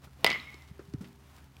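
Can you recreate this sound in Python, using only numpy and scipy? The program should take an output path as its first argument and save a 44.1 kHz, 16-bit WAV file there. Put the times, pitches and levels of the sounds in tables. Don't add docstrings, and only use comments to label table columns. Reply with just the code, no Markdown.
import sys
import numpy as np
from scipy import signal
from scipy.fft import rfft, irfft
from scipy.io import wavfile
from scipy.ndimage import map_coordinates

SR = 44100
rng = np.random.default_rng(int(sys.argv[2]) if len(sys.argv) > 2 else 0)


def persist_wave(psi):
    counts = np.round(np.clip(psi, -1, 1) * 32767).astype(np.int16)
    wavfile.write(sys.argv[1], SR, np.atleast_2d(counts).T)


N = 70560


def amp(db):
    return 10 ** (np.asarray(db) / 20)


def unit(x):
    return x / np.sqrt(np.mean(x ** 2) + 1e-20)


def since(start_s):
    return np.maximum(np.arange(N) / SR - start_s, 0)


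def wobble(rate_hz):
    return map_coordinates(rng.standard_normal(1024), [np.arange(N) * rate_hz / SR], mode="wrap")


def colour(x, spectrum):
    size = 2 * N
    hz, db = np.transpose(spectrum)
    log_bins = np.log(np.fft.rfftfreq(size, 1 / SR) + 1)
    gain = unit(amp(np.interp(log_bins, np.log(hz), db)))
    cepstrum = irfft(np.log(gain + 1e-6), size)
    cepstrum[1:N] *= 2
    cepstrum[N + 1:] = 0
    return irfft(rfft(x, size) * np.exp(rfft(cepstrum)), size)[:N]


def noise(spectrum):
    return unit(colour(rng.standard_normal(N), spectrum))


def burst(start_s, length_s):
    window = np.exp(-(np.arange(2048) / SR / length_s) ** 4)
    pulse = rng.standard_normal(len(window)) * window
    for _ in range(12):
        pulse = irfft(np.exp(1j * np.angle(rfft(pulse)))) * window
    return np.pad(pulse / np.linalg.norm(pulse), (int(start_s * SR), N))[:N]


HIT_S, BALL_LAG_S, BALL_LENGTH_S = 0.2447, 0.0011, 0.0016
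# (frequency [Hz], level [dB])
SNAP_SPECTRUM = [(200, -35.5), (1000, -17.5), (3500, 0.5), (5200, -2.5), (6500, -20), (9500, -10),
                 (12000, -19), (16000, -7)]
# (frequency [Hz], level [dB])
BALL_SPECTRUM = [(30, -15.5), (70, -17.5), (170, -1), (300, -7.5), (480, 2.5), (820, 0.5), (1450, -10.5),
                 (2200, -4.5), (3000, -2), (4600, -8), (6200, -23.5), (16000, -33.5)]
def crack(snap_db=1.5, snap_s=0.0009, pop_db=8, scatter_t60_s=0.035):
    t = since(HIT_S + BALL_LAG_S + BALL_LENGTH_S)
    scatter = noise(BALL_SPECTRUM) * (t > 0) * amp(-60 * t / scatter_t60_s)
    snap = amp(snap_db) * colour(burst(HIT_S, snap_s), SNAP_SPECTRUM)
    pop = amp(pop_db) * colour(burst(HIT_S + BALL_LAG_S, BALL_LENGTH_S), BALL_SPECTRUM)
    return snap + pop + scatter / np.linalg.norm(scatter)


# (frequency [Hz], level [dB], t60 [s])
BARREL_MODES = [(2009, -5.5, 0.095), (2163, -17, .16), (2950, -9, 0.033), (3145, -21.5, 0.2),
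                (4940, -10.5, 0.033), (7840, -30, 0.03), (8820, -19.5, .03)]
def ping(start_s, rise_s, gain_db, spread_db=0.5):
    t = since(start_s)
    ring = np.zeros(N)
    for hz, db, t60_s in BARREL_MODES:
        envelope = amp(db - spread_db * rng.standard_normal() - 60 * t / t60_s)
        ring += envelope * np.sin(2 * np.pi * (hz * t + rng.random()))
    return amp(gain_db) * ring * (1 - np.exp(-t / rise_s))


# (frequency [Hz], level [dB])
SWISH_SPECTRUM = [(80, -2), (250, -2), (700, -3.5), (1500, -19), (3000, -16.5), (8000, -34.5)]
def swing(swish_db=-47.5, swish_s=0.025, push_db=-31.5, push_hz=108, push_decay_s=0.0086):
    t = since(HIT_S)
    swish = noise(SWISH_SPECTRUM) * amp(swish_db) * np.exp(-np.abs(since(0) - HIT_S) / swish_s)
    push = amp(push_db) * np.exp(-t / push_decay_s) * np.sin(2 * np.pi * push_hz * t)
    return swish + push


# (frequency [Hz], level [dB])
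SLAP_SPECTRUM = [(100, -10), (700, 3), (1500, -4.5), (4600, -4.5), (6300, -16.5), (9000, -24),
                 (16000, -21.5)]
# (time [s], crack gain [dB], ping gain [dB], high-pass [Hz], low-pass [Hz], smear [s])
WALL_ECHOES = [(.2638, -0.5, -12, 495, 14860, 0.0029), (0.273, -6, -38, 890, 10040, 0.0034),
               (.2802, -6.5, -40, 300, 1800, 0.0013), (.2932, -9, -16.5, 300, 1800, 0.0025),
               (.3016, -4, -40, 2350, 9800, 0.0045), (.3072, -10, -25.5, 203, 4000, 0.0043),
               (.3155, -3, -26.5, 1420, 4000, 0.0034), (.3285, -16, -24.5, 900, 6100, 0.0018),
               (.3455, -18, -31, 400, 2180, 0.007), (.3582, -19, -22.5, 247, 2210, 0.0012)]
def walls():
    out = np.zeros(N)
    for start_s, crack_db, ping_db, highpass_hz, lowpass_hz, smear_s in WALL_ECHOES:
        highpass = signal.butter(2, highpass_hz, "high", fs=SR, output="sos")
        lowpass = signal.butter(3, lowpass_hz, "low", fs=SR, output="sos")
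        slap = signal.sosfilt(highpass, colour(burst(start_s, smear_s), SLAP_SPECTRUM))
        ring = ping(start_s, rise_s=0.3 * smear_s, gain_db=ping_db)
        out += signal.sosfilt(lowpass, amp(crack_db) * slap + ring)
    return out


# (frequency [Hz], level [dB])
REVERB_SPECTRUM = [(60, -15.5), (170, 6), (400, 0.5), (700, -7), (1200, 7), (1550, -3.5), (2100, 11.5),
                   (2550, 5), (3100, 4), (4000, -2), (5100, -11.5), (6300, -14.5), (9000, -25),
                   (15000, -23)]
def yard_reverb(rise_s=0.0085, hold_s=0.065, yard_db=-35, yard_t60_s=0.37, far_db=-39.5, far_t60_s=0.87):
    t = since(HIT_S)
    yard = noise(REVERB_SPECTRUM) * amp(yard_db - 60 * since(HIT_S + hold_s) / yard_t60_s)
    far = noise(REVERB_SPECTRUM) * amp(far_db - 60 * t / far_t60_s)
    return (yard + far) * (1 - np.exp(-t / rise_s))


# (frequency [Hz], level [dB], t60 [s])
LINGER_TONES = [(1999, -34.5, 0.66), (2138, -42, 0.81), (3100, -49, .35), (3805, -47, 0.63),
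                (5260, -48, 0.69)]
def lingering_ping(rise_s=0.15, waver_depth=0.48, waver_hz=21.3):
    t = since(HIT_S)
    out = np.zeros(N)
    for hz, db, t60_s in LINGER_TONES:
        waver = 1 + waver_depth * (wobble(waver_hz) + 1j * wobble(waver_hz))
        out += amp(db - 60 * t / t60_s) * np.real(waver * np.exp(2j * np.pi * hz * t))
    return out * (1 - np.exp(-t / rise_s))


# (time [s], level [dB], frequency [Hz], width [s])
LATE_ECHOES = [(.312, -31.5, 2210, .01), (0.351, -30, 2165, 0.0075), (0.382, -43.5, 2078, 0.012),
               (.4005, -36, 4060, 0.00081), (0.486, -45, 2180, .016), (0.539, -49, 2182, 0.016),
               (0.619, -58, 2050, 0.014), (.69, -62.5, 2160, 0.0096)]
def late_echoes(waver_rad=0.51, waver_hz=150):
    t = since(0)
    out = np.zeros(N)
    for peak_s, db, hz, width_s in LATE_ECHOES:
        envelope = amp(db) * np.exp(-((t - peak_s) / width_s) ** 2 / 2)
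        out += envelope * np.sin(2 * np.pi * (hz * t + rng.random()) + waver_rad * wobble(waver_hz))
    return out


# (frequency [Hz], level [dB])
CONTACT_SPECTRUM = [(100, -44), (440, 14), (750, -8), (1400, 5), (2500, -12.5), (6000, -19), (15000, -39)]
# (time [s], envelope peak [dB], frequency [Hz], rise [s], contact noise [dB])
LANDINGS = [(.072, -44.5, 136, 0.003, -58), (0.5424, -46, 364, 0.0028, -68),
            (0.7117, -37.5, 144, .004, -82), (0.793, -38, 343, 0.0032, -48),
            (0.881, -41.5, 149, 0.0066, -74), (0.9379, -30, 275, 0.004, -54),
            (0.9427, -28, 134, 0.0055, -66), (0.974, -40, 95, 0.0095, -78),
            (1.008, -34.5, 202, 0.0059, -52.5), (1.034, -39.5, 204, 0.0042, -56)]
def knocks(contact_t60_s=0.1):
    out = np.zeros(N)
    for start_s, db, hz, rise_s, contact_db in LANDINGS:
        t = since(start_s)
        swell = (t / rise_s * np.exp(1 - t / rise_s)) ** 1.85
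        out += amp(db) * swell * np.sin(2 * np.pi * hz * t)
        out += amp(contact_db - 60 * t / contact_t60_s) * (t > 0) * noise(CONTACT_SPECTRUM)
    return out


# (frequency [Hz], level [dB], t60 [s])
FRAME_MODES = [(182, -45, 0.36), (240.3, -47, 0.61), (321.7, -52.5, 0.45)]
def net_frame(start_s=1.008):
    t = since(start_s)
    return sum(amp(db - 60 * t / t60_s) * np.sin(2 * np.pi * hz * t) for hz, db, t60_s in FRAME_MODES)


# (frequency [x brightest], level [dB])
TICK_SHAPE = [(.1, -10.5), (.45, -2), (1, 1.5), (1.7, -6.5), (4.5, -26.5)]
# (time [s], level [dB], decay [s], brightest [Hz])
GRASS_TICKS = [(0.5427, -46, 0.0027, 3630), (0.6218, -53.5, 0.0025, 5000), (0.681, -63, 0.02, 4470),
               (0.937, -46.5, 0.0021, 4300), (1.011, -58, 0.018, 6860), (1.043, -54, 0.017, 2630),
               (1.567, -48.5, 0.0017, 3230)]
def grass_ticks():
    out = np.zeros(N)
    for start_s, db, decay_s, bright_hz in GRASS_TICKS:
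        t = since(start_s)
        spectrum = [(ratio * bright_hz, level_db) for ratio, level_db in TICK_SHAPE]
        out += amp(db) * (t > 0) * np.exp(-t / decay_s) * noise(spectrum)
    return out


# (frequency [Hz], level [dB])
RUSTLE_SPECTRUM = [(200, -17.5), (480, -12), (620, -11.5), (900, -8), (1700, -14), (3200, -18), (8000, -25),
                   (15500, -28.5)]
# (time [s], level [dB])
RUSTLE_LEVELS = [(0, -69.5), (.05, -56), (.09, -67.5), (.2, -62.5), (.5, -60.5), (.75, -65.5), (.85, -64),
                 (.98, -65.5), (1.05, -62.5), (1.17, -66), (1.37, -60.5), (1.5, -68), (1.6, -63)]
def rustle(flicker_db=1, flicker_hz=59.81):
    level_db = np.interp(since(0), *np.transpose(RUSTLE_LEVELS))
    return noise(RUSTLE_SPECTRUM) * amp(level_db + flicker_db * wobble(flicker_hz))


# (frequency [Hz], level [dB])
CRACKLE_SPECTRUM = [(500, -4), (2000, -5.5), (4500, 0.5), (9000, -8.5), (15000, -6)]
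def grass_crackle(snaps_per_s=44, snap_s=0.0009, spread_db=2, relative_db=-11.5):
    snaps = (rng.random(N) < snaps_per_s / SR) * amp(spread_db * rng.standard_normal(N))
    grains = signal.fftconvolve(snaps, burst(0, snap_s))[:N]
    rustle_db = np.interp(since(0), *np.transpose(RUSTLE_LEVELS))
    return unit(colour(grains, CRACKLE_SPECTRUM)) * amp(rustle_db + relative_db)


def hum_tone(hz, waver_depth=0.083, waver_hz=8.57, drift_rad=0.77, drift_hz=2.3):
    level = np.sqrt(2) * (1 + waver_depth * wobble(waver_hz))
    return level * np.sin(2 * np.pi * hz * since(0) + drift_rad * wobble(drift_hz))


# (frequency [Hz], rms level [dB])
HUM_TONES = [(73.5, -62), (134.6, -62), (222, -76), (270, -73)]
def distant_hum(drone_hz=397, drone_db=-65, peak_s=0.98, width_s=0.21):
    hum = sum(amp(db) * hum_tone(hz) for hz, db in HUM_TONES)
    swell = np.exp(-((since(0) - peak_s) / width_s) ** 2 / 2)
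    return hum + amp(drone_db) * swell * hum_tone(drone_hz)


# (frequency [Hz], level [dB])
TRAFFIC_SPECTRUM = [(20, -31), (45, -14.5), (70, 3), (95, -3), (135, -9.5), (200, -10.5), (350, -16.5),
                    (600, -41), (1500, -63.5)]
def traffic(rms_db=-59.5):
    return amp(rms_db) * noise(TRAFFIC_SPECTRUM)


def scene():
    hit = swing() + crack() + ping(HIT_S, rise_s=BALL_LENGTH_S, gain_db=-22)
    echoes = walls() + yard_reverb() + lingering_ping() + late_echoes()
    movement = knocks() + net_frame() + grass_ticks() + rustle() + grass_crackle()
    return (hit + echoes + movement + distant_hum() + traffic())[None]


def record(dry, ceiling=0.52, cutoff_hz=15900):
    clipped = dry / (1 + np.abs(dry / ceiling) ** 6) ** (1 / 6)
    hz = np.fft.rfftfreq(2 * N, 1 / SR)
    lowpass = 1 / np.sqrt(1 + (hz / cutoff_hz) ** 160)
    return irfft(rfft(clipped, 2 * N) * lowpass, 2 * N)[:, :N]


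dry = scene()
out = record(dry)
persist_wave(out)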